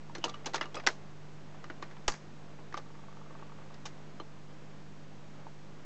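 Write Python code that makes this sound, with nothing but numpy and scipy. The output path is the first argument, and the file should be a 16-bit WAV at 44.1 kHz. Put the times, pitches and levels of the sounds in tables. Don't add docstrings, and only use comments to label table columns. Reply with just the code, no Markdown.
import sys
import numpy as np
from scipy import signal
from scipy.fft import rfft, irfft
from scipy.io import wavfile
from scipy.ndimage import uniform_filter1d

SR = 44100
rng = np.random.default_rng(int(sys.argv[2]) if len(sys.argv) > 2 else 0)


def inscribe(sig):
    pcm = np.round(np.clip(np.atleast_2d(sig).T, -1, 1) * 32767)
    wavfile.write(sys.argv[1], SR, pcm.astype(np.int16))


def voltage_ratio(level):
    return 10 ** (np.asarray(level, float) / 20)


N = 257984
SPAN = 8192

# pitch_hz, level_db
FLOOR_SPECTRUM = [(15, -40.5), (45, -25.5), (100, -18), (243, -16.5), (700, -26), (2000, -33),
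                  (6500, -40.5), (9000, -30)]
FLOOR_RMS_DB = -54.5
# time_s, rise_db
CAM_LOAD = [(0, 4.5), (.4, 6), (.9, 4.5), (1.2, 3.5), (1.6, 5), (2.4, 4), (3.9, 5), (4.3, 3.3), (5.85, 3.8)]
# multiple of the mains, rms_db
HUM_PARTIALS = [(2, -69), (3, -57), (4, -64), (6, -71.5)]
MAINS_HZ = 49.86
# start_s, step_db
DIAPHRAGM_JOLTS = [
    (.871, -45),
    (2.081, -27),
]

# pitch_hz, level_db, t60_s
GEAR_TONES = [(920, 2, 0.039), (1120, -5, .018), (1170, 5, 0.037), (1450, -11, .014)]
FIRST_TOOTH_S, TOOTH_PERIOD_S, TEETH = 2.859, .0447, 13
HEAVIEST_DB, HEAVIEST_S, EASING_DB_PER_S = -41.5, 3.16, 16
# start_s, peak_db
PAWL_CATCHES = [
    (3.425, -38.5),
    (3.496, -48),
    (3.52, -42.5),
    (3.587, -45.5),
    (3.619, -49),
    (3.657, -48),
    (3.706, -47),
]

# start_s, peak_db, pitch_hz
PANEL_RINGS = [(.097, -42.5, 932), (.158, -40, 350), (.182, -36.5, 338), (.241, -27.5, 940),
               (.463, -33.5, 892), (.543, -25.5, 910), (.771, -40, 523), (.872, -36, 740),
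               (.873, -31.5, 367), (1.700, -36, 1450), (1.701, -38.5, 350), (1.826, -37, 346),
               (2.081, -24, 830), (2.082, -29, 371), (2.744, -49, 800), (2.745, -41, 320),
               (2.776, -41, 860), (.768, -33.5, 1235), (1.826, -35.5, 1175), (2.743, -29.5, 1185),
               (2.775, -34, 1170), (4.199, -37, 1182), (1.642, -41, 1210), (3.854, -41.5, 864),
               (4.201, -37, 335), (5.467, -40, 896)]
# start_s, peak_db, pitch_hz
LEVER_RINGS = [(.151, -42.5, 4230), (.216, -54, 2880), (.228, -50, 3000), (.241, -23.5, 2980),
               (.256, -36, 2820), (.293, -47, 3430), (.340, -42, 2930), (.613, -30, 2900),
               (.655, -48, 2880), (.745, -41, 3320), (.771, -39, 2560), (.872, -18, 2000),
               (2.724, -58, 2270), (3.857, -46, 2340), (4.200, -45, 3070), (4.200, -49, 4140),
               (.152, -48, 5960), (.754, -34, 8000), (.772, -47, 5000), (.872, -23.5, 5640),
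               (2.120, -43, 4660), (3.856, -42, 5950)]
# start_s, peak_db
DECK_RINGS = [
    (.280, -36),
    (0.342, -39.5),
    (.560, -37),
    (.611, -31.5),
    (0.657, -40.5),
    (.292, -42),
    (.625, -36),
    (2.082, -28),
    (2.797, -45.5),
]
DECK_HZ, DECK_T60_S = 1182, .1
PANEL_T60_S, PANEL_DAMP, LEVER_T60_S, LEVER_DAMP = 0.084, .1, 0.057, 0.36
ENGAGED_S, ENGAGED_SHARE = 1.2, .65

# low_hz, high_hz, ring_s, tail_db, tail_t60_s
CROWDED_BODIES = [
    (715, 2235, 0.0044, -9, 0.12),
    (269, 920, 0.01, -11.5, 0.27),
    (1806, 5230, 0.0014, -14.5, 0.16),
    (4290, 9060, 0.00029, -16, 0.2),
]
# start_s, deck_peak_db, case_share_db, hardness_db, chatter_s
KNOB_TURN = [(.095, -54, 3, -13, .0027), (0.15, -32.5, -4, -4.5, .002), (0.156, -38.5, -27, -26, 0.003),
             (.181, -42, -10, -2, 0.0031), (0.239, -25.5, -1, 1, 0.0092), (.281, -42.5, -1, 1, 0.0098),
             (.293, -38.5, -24, 1, 0.0049), (.305, -53, 2, -11, .004), (0.342, -40, -4, -3.5, 0.002),
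             (.445, -41, -31, -24, .0012), (.458, -33.5, -2.5, 8.5, 0.0042),
             (.465, -28.5, -4.5, -2.5, .0054)]
# start_s, deck_peak_db, case_share_db, hardness_db, chatter_s
LATCH_CLOSING = [(.534, -33, -5, -3, 0.0042), (.542, -23.5, -3.5, -2, 0.0076), (.556, -32.5, -1, 5, .006),
                 (.579, -34, -7, -21, .0014), (0.6102, -23.5, -6.5, -12, .003),
                 (0.626, -31.5, -8, -28, 0.0052), (.656, -46.5, 5, 3, .0013),
                 (.743, -37.5, 4, -0.5, 0.0038), (.753, -35, -2, 1, 0.0028), (.762, -41, -1, -10, .003),
                 (.771, -40, 3.5, -8, 0.0027), (0.784, -44, 6, -12, .004), (0.798, -35, -7, -14, .0018),
                 (.836, -49, 8, -11, .003), (.865, -20, -5.5, 0.5, 0.00079),
                 (.871, -12.5, -15, -2.5, 0.00048), (.877, -39, -7, 15.5, .0012), (.886, -44, 3, -2, .006)]
# start_s, deck_peak_db, case_share_db, hardness_db, chatter_s
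CAM_CYCLE = [(1.544, -65, 19.5, -7, .0027), (1.641, -39, -17, -9, 0.00068), (1.699, -36.5, 0, -20, 0.0022),
             (1.824, -30.5, -14, -10, 0.0023), (1.909, -46, -29, -24, 0.0032),
             (1.965, -48, -21, -35, 0.0048), (2.587, -57.5, 14, -13, 0.0021),
             (2.724, -40.5, -14, -33, 0.0023), (2.741, -32, -7.5, -16, 0.0012), (2.769, -38, 1, -9, .004),
             (2.774, -35, -4.5, -3.5, 0.006), (3.741, -48, -17, -2, .0045), (3.853, -44, -20, 8, 0.0033),
             (3.855, -36, -10, 3, 0.0096), (4.199, -44, 7, -16, .0011)]
# start_s, deck_peak_db, case_share_db, hardness_db, chatter_s
RECORD_DROP = [
    (2.079, -17, -12.5, 5, 0.0037),
    (2.097, -52, -11, 20, 0.0035),
    (2.119, -35, -19, 1, 0.0037),
    (2.138, -38.5, -32, -4, 0.0053),
]
LEVER_DB, DROP_LEVER_DB, LEVER_SHARE = 3.5, -0.5, 0.61

# pitch_hz, gain_db
TOP_CUT = [(5500, 1.5), (6600, 2), (7200, -4.5), (7800, -9), (8400, -20.5), (8900, -36.5), (9150, -67.5),
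           (9600, -150)]
OFFSET = .0069


def peak(x, db):
    return x * voltage_ratio(db) / np.abs(x).max()


def band(x, lo_hz, hi_hz):
    return signal.sosfilt(signal.butter(2, [lo_hz, hi_hz], "bandpass", fs=SR, output="sos"), x)


def held_noise(count, hold, smooth):
    return uniform_filter1d(np.repeat(rng.standard_normal(count), hold), smooth)


def walk(rate_hz):
    hold = int(SR / rate_hz)
    return 0.86 * uniform_filter1d(held_noise(N // hold + 1, hold, hold), hold)[:N]


def decay(t, t60_s):
    return np.exp(-np.log(1000) * t / t60_s)


def ring(modes, chance, spread_db=6.5, detune=0.021):
    hz, db, t60_s = np.transpose(modes)[:, :, None]
    t = np.arange(SPAN) / SR
    count = len(modes)
    pitch_hz = hz * (1 + detune * chance[:count, None])
    gain = voltage_ratio(db + spread_db * chance[count:2 * count, None])
    return (gain * np.sin(2 * np.pi * pitch_hz * t) * decay(t, t60_s)).sum(axis=0)


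def add(out, start_s, x):
    i = int(start_s * SR)
    out[i:i + len(x)] += x[:len(out) - i]


def rumble():
    hz, db = np.transpose(FLOOR_SPECTRUM)
    f = np.maximum(np.arange(N // 2 + 1) * SR / N, 1)
    spectrum = rfft(rng.standard_normal(N)) * voltage_ratio(np.interp(np.log(f), np.log(hz), db))
    spectrum *= voltage_ratio(FLOOR_RMS_DB) / irfft(spectrum, N).std()
    middle = np.exp(-(np.log2(f / 900) / 1.73) ** 2)
    load_db = np.interp(np.arange(N) / SR, *np.transpose(CAM_LOAD))
    steady = irfft(spectrum * (1 - middle), N)
    return steady + irfft(spectrum * middle, N) * voltage_ratio(load_db + 1.1 * walk(22))


def motor():
    turns = MAINS_HZ * np.arange(N) / SR
    out = np.zeros(N)
    for k, rms_db in HUM_PARTIALS:
        level = voltage_ratio(rms_db + .6 * walk(4)) * np.sqrt(2)
        out += level * np.cos(2 * np.pi * (k * turns - 0.1195 * k * k))
    return out


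def jolts():
    out, t = np.zeros(N), np.arange(SR // 2) / SR
    step = (1 - np.exp(-t / 0.0016)) * (1 - t / 0.048) * np.exp(-t / 0.044)
    for start_s, step_db in DIAPHRAGM_JOLTS:
        add(out, start_s, voltage_ratio(step_db) * step)
    return out


def gear():
    out, slop = np.zeros(N), rng.standard_normal((TEETH, 2))
    times = FIRST_TOOTH_S + TOOTH_PERIOD_S * np.arange(TEETH) + .0015 * slop[:, 0]
    levels = HEAVIEST_DB - EASING_DB_PER_S * np.abs(times - HEAVIEST_S) + 0.99 * slop[:, 1]
    for start_s, db in [*zip(times, levels), *PAWL_CATCHES]:
        tones = ring(GEAR_TONES, rng.standard_normal(8), spread_db=1.5, detune=.015)
        tick = np.convolve(np.hanning(14), tones)
        add(out, start_s, peak(tick, db))
        add(out, start_s + 0.00456, peak(tick, db - 9))
    return out


def pings(parts, part_t60_s, damp):
    out, t = np.zeros(N), np.arange(SPAN) / SR
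    for start_s, db, hz in parts:
        t60_s = part_t60_s * voltage_ratio(-damp * (db + 40)) * (ENGAGED_SHARE if start_s > ENGAGED_S else 1)
        t60_s = np.clip(t60_s, .015, .12)
        modes = [(hz, 0, t60_s), (1.07 * hz, -9, 0.4 * t60_s), (.92 * hz, -11, 0.75 * t60_s)]
        stumble = held_noise(SPAN // 64, 64, 64) * (1 - np.exp(-t / 0.0047))
        free = ring(modes, np.zeros(6)) * (1 - np.exp(-t / 0.00043)) * voltage_ratio(-7.0 * np.abs(stumble))
        add(out, start_s, peak(np.convolve(np.hanning(8), free), db))
    return out


def rings():
    out = pings(PANEL_RINGS, PANEL_T60_S, PANEL_DAMP)
    out += pings(LEVER_RINGS, LEVER_T60_S, LEVER_DAMP)
    return out + pings([(s, db, DECK_HZ) for s, db in DECK_RINGS], DECK_T60_S, 0)


def contacts():
    out, t = np.zeros(N), np.arange(SPAN) / SR
    rows = [(*row, LEVER_DB) for row in KNOB_TURN + LATCH_CLOSING + CAM_CYCLE]
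    rows += [(*row, DROP_LEVER_DB) for row in RECORD_DROP]
    for start_s, deck_db, case_db, hard_db, chatter_s, lever_db in rows:
        levels = deck_db + np.array([0, case_db, lever_db + LEVER_SHARE * hard_db, hard_db])
        swarm, scatter = rng.standard_normal((2, SPAN))
        force = swarm * np.abs(swarm) ** .3 * (1 - np.exp(-t / (.3 * chatter_s)))
        force *= (1 + .9 * np.exp(-t / .003)) * (1 - np.exp(-t / .0006))
        rattle = voltage_ratio(2.2 * held_noise(SPAN // 128, 128, 64))
        diffuse = scatter * np.abs(swarm) ** 0.58 * rattle * (1 - np.exp(-t / 0.002))
        for (lo_hz, hi_hz, ring_s, tail_db, t60_s), db in zip(CROWDED_BODIES, levels):
            blow = band(force * np.exp(-t / (chatter_s + ring_s)), lo_hz, hi_hz)
            tail = band(diffuse * decay(t, t60_s), lo_hz, hi_hz)
            add(out, start_s, peak(blow, db) + peak(tail, db + tail_db))
    return out


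def scene():
    background = rumble() + motor() + jolts()
    strikes = gear() + rings() + contacts()
    strikes = band(band(strikes, 250, 9000), 250, 9000)
    return (background + strikes)[None]


def low_pass(x):
    return signal.sosfilt(signal.butter(12, 9000, fs=SR, output="sos"), x)


def record(dry):
    hz, db = np.transpose(TOP_CUT)
    cut = voltage_ratio(np.interp(np.arange(N // 2 + 1) * SR / N, hz, db))
    headroom = .36
    rounded = headroom * np.tanh(dry / headroom)
    mix = irfft(rfft(rounded) * cut, N) + OFFSET
    return low_pass(mix)


dry = scene()
out = record(dry)
inscribe(out)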